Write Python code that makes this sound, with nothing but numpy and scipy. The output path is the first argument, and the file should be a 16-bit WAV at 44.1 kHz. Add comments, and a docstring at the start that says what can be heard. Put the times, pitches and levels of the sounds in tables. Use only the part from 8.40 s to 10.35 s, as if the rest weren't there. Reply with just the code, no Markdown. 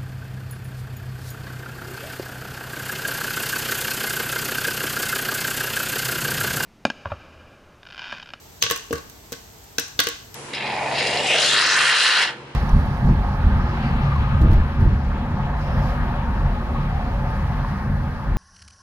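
"""Popcorn pops in a metal pot whose lid is held ajar, close by in a small kitchen.
Each bursting or flying kernel gives a crack and a spit of steam, made of short puffs of shaped noise.
It also knocks the pot's base and rings its wall and lid, made of fading sine waves.
Oil sizzles softly underneath as noise with tiny ticks, over a low room rumble of steady noise.
The kitchen answers every pop with a fading tail of noise; heavy knocks add a short boom of the hob."""
import sys
import numpy as np
from scipy import signal
from scipy.fft import rfft, irfft, next_fast_len
from scipy.io import wavfile

SR = 44100
rng = np.random.default_rng(int(sys.argv[2]) if len(sys.argv) > 2 else 0)


def store_wav(level_fs):
    """Save 16-bit WAV to argv[1]."""
    pcm = np.round(np.clip(np.atleast_2d(level_fs), -1, 1) * 32767)
    wavfile.write(sys.argv[1], SR, pcm.T.astype(np.int16))


N = 85995
AGE = np.arange(SR // 2) / SR  # seconds since a sound began

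# how alike a burst is on the left and right: (frequency [Hz], likeness [0 to 1])
BURST_ALIKE = [(300, .9), (1200, 0), (3000, 0.54), (6000, 0.14), (12000, 0)]
# colour of spitting steam, also used for the oil's ticks: (frequency [Hz], relative level [dB])
SPIT_COLOUR = [(2000, -38), (6000, 2.5), (8500, 2.5), (10300, -9), (12300, 7), (14000, -17), (15500, 6),
               (17000, -63)]


def amp(db):
    """Turn decibels into a gain."""
    return 10 ** (np.asarray(db) / 20)


def unit(x, size=None):
    """Scale a sound so that its first size samples (or all of it) have an rms of 1."""
    return x / np.sqrt(np.mean(x[..., :size] ** 2) + 1e-20)


def along(points, hz):
    """Read a curve of (frequency, value) points, joined by straight lines on a log frequency axis."""
    f, v = np.transpose(points)
    return np.interp(np.log(hz + 1), np.log(f + 1), v)


def filtered(x, response):
    """Make each frequency of x louder or softer by the gain that response gives for it."""
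    n = x.shape[-1]
    padded = next_fast_len(n + 8192)  # spare room keeps the end from wrapping onto the start
    gain = response(np.fft.rfftfreq(padded, 1 / SR))
    return irfft(rfft(x, padded) * gain, padded)[..., :n]


def noise(colour, alike, size):
    """Coloured stereo noise of rms 1: a shared part, plus a part that is opposite on the two sides."""
    def mid_and_side_gains(hz):
        turn = np.arccos(np.clip(along(alike, hz), -1, 1)) / 2
        return amp(along(colour, hz)) * [np.cos(turn), np.sin(turn)]

    mid, side = filtered(rng.standard_normal((2, size)), mid_and_side_gains)
    return unit(np.array([mid + side, mid - side]))


def fade(t60):
    """A smooth dying away that falls by 60 dB in t60 seconds."""
    return np.exp(-np.log(1000) * AGE / t60)


def add(out, s, x):
    """Mix x into out, starting at s seconds."""
    start = max(0, round(s * SR))
    out[:, start:start + x.shape[-1]] += x[..., :max(0, N - start)]


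def rumble():
    """The steady low noise of the kitchen, nearly the same on both sides in the deep bass."""
    # (frequency [Hz], relative level [dB])
    rumble_colour = [(22, -38), (36, -3), (52, -0.5), (110, -6), (200, -11), (300, -13), (375, -13.5),
                     (455, -10), (560, -28.5), (900, -16), (1500, -62)]
    level_db = -49
    return amp(level_db) * noise(rumble_colour, [(100, 0.99), (300, 0.32), (900, 0.19)], size=N)


def kitchen(x):
    """Hard walls return a diffuse tail of x; each frequency dies at its own speed."""
    # how long the echo lasts: (frequency [Hz], time to fall 60 dB [s])
    room_t60 = [(200, 1.04), (550, 0.2645), (1400, .5), (3700, 0.4378), (7000, 0.53), (14000, 0.08)]
    # colour of the echo: (frequency [Hz], relative level [dB])
    room_colour = [(100, -15.5), (450, -11.5), (700, 1.5), (1400, -6.5), (3000, -1), (6000, -4.5),
                   (9000, -5.5), (15000, -10.5)]
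    onset_s = 0.0021
    # cut noise into short slices and bands, so that every band can fade by itself
    hz, t, bands = signal.stft(rng.standard_normal((2, SR // 2)), SR, nperseg=256)
    t60 = along(room_t60, hz)[:, None]
    faded = bands * np.exp(-np.log(1000) * t / t60)
    tail = signal.istft(faded, SR)[1][:, :len(AGE)]
    tail = tail * (1 - np.exp(-(AGE / onset_s) ** 2))
    tail = tail / np.linalg.norm(tail[0])
    tail = filtered(tail, lambda f: amp(along(room_colour, f)))
    return signal.fftconvolve(x, tail, axes=1)[:, :N]


def sizzle():
    """Hot oil: a soft steady hiss, with tiny noise ticks at random moments."""
    # (frequency [Hz], relative level [dB])
    oil_colour = [(350, -37), (600, 2.5), (1350, -3), (2570, -6), (6400, -5), (8500, -8), (10300, -26),
                  (12200, -2), (14000, -16.5), (16000, -11.5)]
    hiss_db, ticks_db = -48.5, -63
    ticks_per_s, tick_t60, tick_spread_db = 120, 0.005, 2  # average rate, fading time in s, loudness spread
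    hiss = noise(oil_colour, [(600, 0.0), (2000, 0.0), (10000, 0.15)], size=N)
    moments = rng.random(N) < ticks_per_s / SR
    loudness_db = tick_spread_db * np.clip(rng.standard_normal((2, N)), -2, 2)
    one_tick = noise(SPIT_COLOUR, BURST_ALIKE, size=len(AGE)) * fade(tick_t60)
    ticks = signal.fftconvolve(moments * amp(loudness_db), one_tick, axes=1)[:, :N]
    return amp(hiss_db) * hiss + amp(ticks_db) * unit(ticks)


def hob():
    """The hob booms briefly under the heavier knocks: one low fading sine wave for each."""
    # (time [s], pitch [Hz], level before the attack and fade shape it [dB])
    shakes = [(.236, 108, -33), (.511, 145, -33), (.529, 75, -27.5), (1.384, 160, -48), (1.601, 117, -39)]
    t60, attack_s = 0.18, 0.0016
    out = np.zeros((2, N))
    envelope = fade(t60) * (1 - np.exp(-AGE / attack_s))
    for s, hz, db in shakes:
        add(out, s, amp(db) * envelope * np.sin(2 * np.pi * hz * AGE))
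    return out


def leaks():
    """Steam leaking from a splitting hull: a thin noise hiss that swells, then stops at once."""
    # (end time [s], length [s], level reached at the end [dB])
    steam_leaks = [(0.2273, 0.017, -17)]
    # (frequency [Hz], relative level [dB])
    leak_colour = [(2500, -21), (4200, -7), (5300, -38), (6400, 5.5), (7800, -27), (12000, -40)]
    out = np.zeros((2, N))
    for end, length, db in steam_leaks:
        size = int(length * SR)
        swell = amp(db + np.linspace(-28, 0, size))
        add(out, end - length, swell * noise(leak_colour, BURST_ALIKE, size=size))
    return out


def burst(colour, attack_s, t60, hz=1000, peak_db=0):
    """A fast puff of noise, perhaps loudest around hz, that rattles on briefly between pot and lid."""
    rattle_db, rattle_t60 = -24.5, 0.091
    width_oct = 0.16  # how far the loud region reaches around hz, in octaves
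    envelope = (1 - np.exp(-(AGE / attack_s) ** 2)) * (fade(t60) + amp(rattle_db) * fade(rattle_t60))

    def resonance(f):
        octaves_away = np.log2((f + 1) / hz)
        return amp(peak_db * np.exp(-(octaves_away / width_oct) ** 2))

    puff = filtered(noise(colour, BURST_ALIKE, size=len(AGE)), resonance)
    return unit(puff * envelope, size=int(0.005 * SR))  # rms 1 over the first 5 ms


def ring(modes, attack_s, spread):
    """Metal ringing: fading sine waves, struck differently each time; spread drifts the sides' phases apart."""
    scatter_db = 3  # random change in the loudness of each mode
    out = 0
    for hz, db, t60 in modes:
        phase = spread * rng.standard_normal((2, 1))
        gain = amp(db + scatter_db * rng.standard_normal())
        out = out + gain * fade(t60) * np.sin(2 * np.pi * hz * AGE + phase)
    return out * (1 - np.exp(-AGE / attack_s))


def kernels():
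    """Every kernel that bursts or hits the pot thuds on the base, rings the lid, clacks, cracks and spits."""
    # (time [s], base thud [dB], lid ring before lid_trim_db [dB], wall clack [dB], hull crack [dB],
    #  hull pitch [Hz], steam spit [dB], left louder than right by [dB])
    pops = [(0.2237, -37, -28, -33, -14, 3160, -27.5, 1.2),
            (.2242, -54, -47, -35, -19.5, 6300, -24.5, -4.5),
            (0.2362, -36.5, -31, -28.5, -20, 2920, -30, 5.5),
            (0.2632, -35.5, -27.5, -30, -24.5, 2840, -51, 0), (.299, -40, -52, -28, -22.5, 3370, -30, -4.5),
            (0.3099, -26, -19, -23, -23, 2820, -21, 3), (0.3189, -73, -40, -32, -26, 4870, -30, -3),
            (.36, -45, -37, -33.5, -32.5, 6640, -32.5, 1), (.374, -61, -52, -49, -52, 6500, -37.5, -4),
            (.508, -23, -48, -55, -37, 2900, -62, 1.5), (.527, -24.5, -24, -27, -37.5, 2680, -32.5, 5.5),
            (.534, -30.5, -29.5, -55, -35.5, 6260, -44, -5), (.555, -38, -44, -38.5, -37, 4280, -43, -1.5),
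            (.58, -45, -36.5, -46, -40.5, 4400, -43, -3), (.697, -77, -59, -58, -47.5, 6000, -45, -5),
            (0.9207, -32, -38, -46, -39, 6000, -33, 1.5), (.926, -48.5, -52, -39.5, -32.5, 6260, -33, -1.5),
            (.935, -47, -56, -44, -40, 4270, -54, 6), (1.2392, -80, -70, -61, -74, 6060, -53, 14),
            (1.3823, -29, -40, -22, -17, 5700, -26, 0.5), (1.395, -69, -62, -43, -29, 5900, -25, 0),
            (1.48, -72, -53, -75, -58, 6000, -44, 4), (1.5907, -28.5, -29, -16.5, -13.5, 3600, -27.5, 0.4),
            (1.6003, -39, -22, -20, -16, 3960, -20.5, -0.5), (1.637, -48, -43, -43, -41, 5300, -32, 0),
            (1.6691, -28, -29.5, -25, -21.5, 2600, -29.5, 1.5),
            (1.686, -39, -41, -52, -29, 8200, -27.5, -2.5), (1.942, -71, -61, -50, -41.5, 6160, -39.5, 10)]
    # ways each part rings: (frequency [Hz], relative level before random scatter [dB], time to fall 60 dB [s])
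    base_modes = [(147.7, -13.5, 0.064), (226.4, -3, .02), (263.3, -16.5, 0.076), (302, -15, 0.096),
                  (387.4, -2, 0.028), (443.7, -1, 0.034), (459.8, -9.5, 0.11)]
    wall_modes = [(462.5, -22.5, 0.2), (1458, -18, .18), (1537, -4.5, 0.12), (1576, -29, 0.15),
                  (1738, -26, 0.088), (2640, -15, 0.13), (2720, -8, 0.1), (2895, -29, 0.19),
                  (3240, -16, 0.11), (3680, -33, 0.44), (4200, -22, 0.34)]
    lid_modes = [(1098, -13, .38), (1110, -5, .05), (1145, -12, .16), (1160, 0, .022)]  # a close cluster
    # colours of the puffs: (frequency [Hz], relative level [dB])
    clack_colour = [(300, -20.5), (600, -17), (880, -15.5), (1300, -16), (1520, 4), (1700, -2.5),
                    (1820, -6.5), (2000, -6), (2300, -15), (3000, -17.5), (7000, -38)]
    crack_colour = [(500, -29.5), (1500, -18), (2150, -6), (2800, 0), (3900, 0), (4900, -3), (6200, 0.5),
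                    (7300, -17), (10000, -27), (16000, -32)]
    lid_trim_db, wall_ring_db = -5, -4.5
    out = np.zeros((2, N))
    for s, thud_db, lid_db, clack_db, crack_db, hull_hz, spit_db, pan_db in pops:
        thud = unit(ring(base_modes, attack_s=0.0032, spread=0.35), size=int(0.01 * SR))
        lid = unit(ring(lid_modes, attack_s=0.00057, spread=0.9), size=int(0.005 * SR))
        clack = burst(clack_colour, attack_s=0.0015, t60=0.034)
        wall = clack + amp(wall_ring_db) * ring(wall_modes, attack_s=0.0028, spread=1.0)
        metal = amp(thud_db) * thud + amp(lid_db + lid_trim_db) * lid + amp(clack_db) * wall
        # each hull cracks loudest around a pitch of its own
        crack = burst(crack_colour, attack_s=0.0013, t60=0.016, hz=hull_hz, peak_db=6)
        spit = burst(SPIT_COLOUR, attack_s=0.00078, t60=0.017)
        hull = amp(crack_db) * crack + amp(spit_db) * spit
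        left_right = amp([[pan_db / 2], [-pan_db / 2]])
        add(out, s, (metal + hull) * left_right)
    return out


def scene():
    """The pot and its echo, the hob's booms and the steady background."""
    echo_db = -3.5
    pot = kernels() + leaks()
    return rumble() + sizzle() + hob() + pot + amp(echo_db) * kitchen(pot)


def record(dry):
    """The recorder rounds off the highest peaks, thins the deepest bass and drops the topmost treble."""
    low_cut_hz, top_hz = 42, 16400
    limited = dry / (1 + np.abs(dry) ** 6) ** (1 / 6)
    low_cut = signal.butter(2, low_cut_hz, "highpass", fs=SR, output="sos")
    thinned = signal.sosfilt(low_cut, limited)
    return filtered(thinned, lambda hz: hz < top_hz)


dry = scene()
out = record(dry)
store_wav(out)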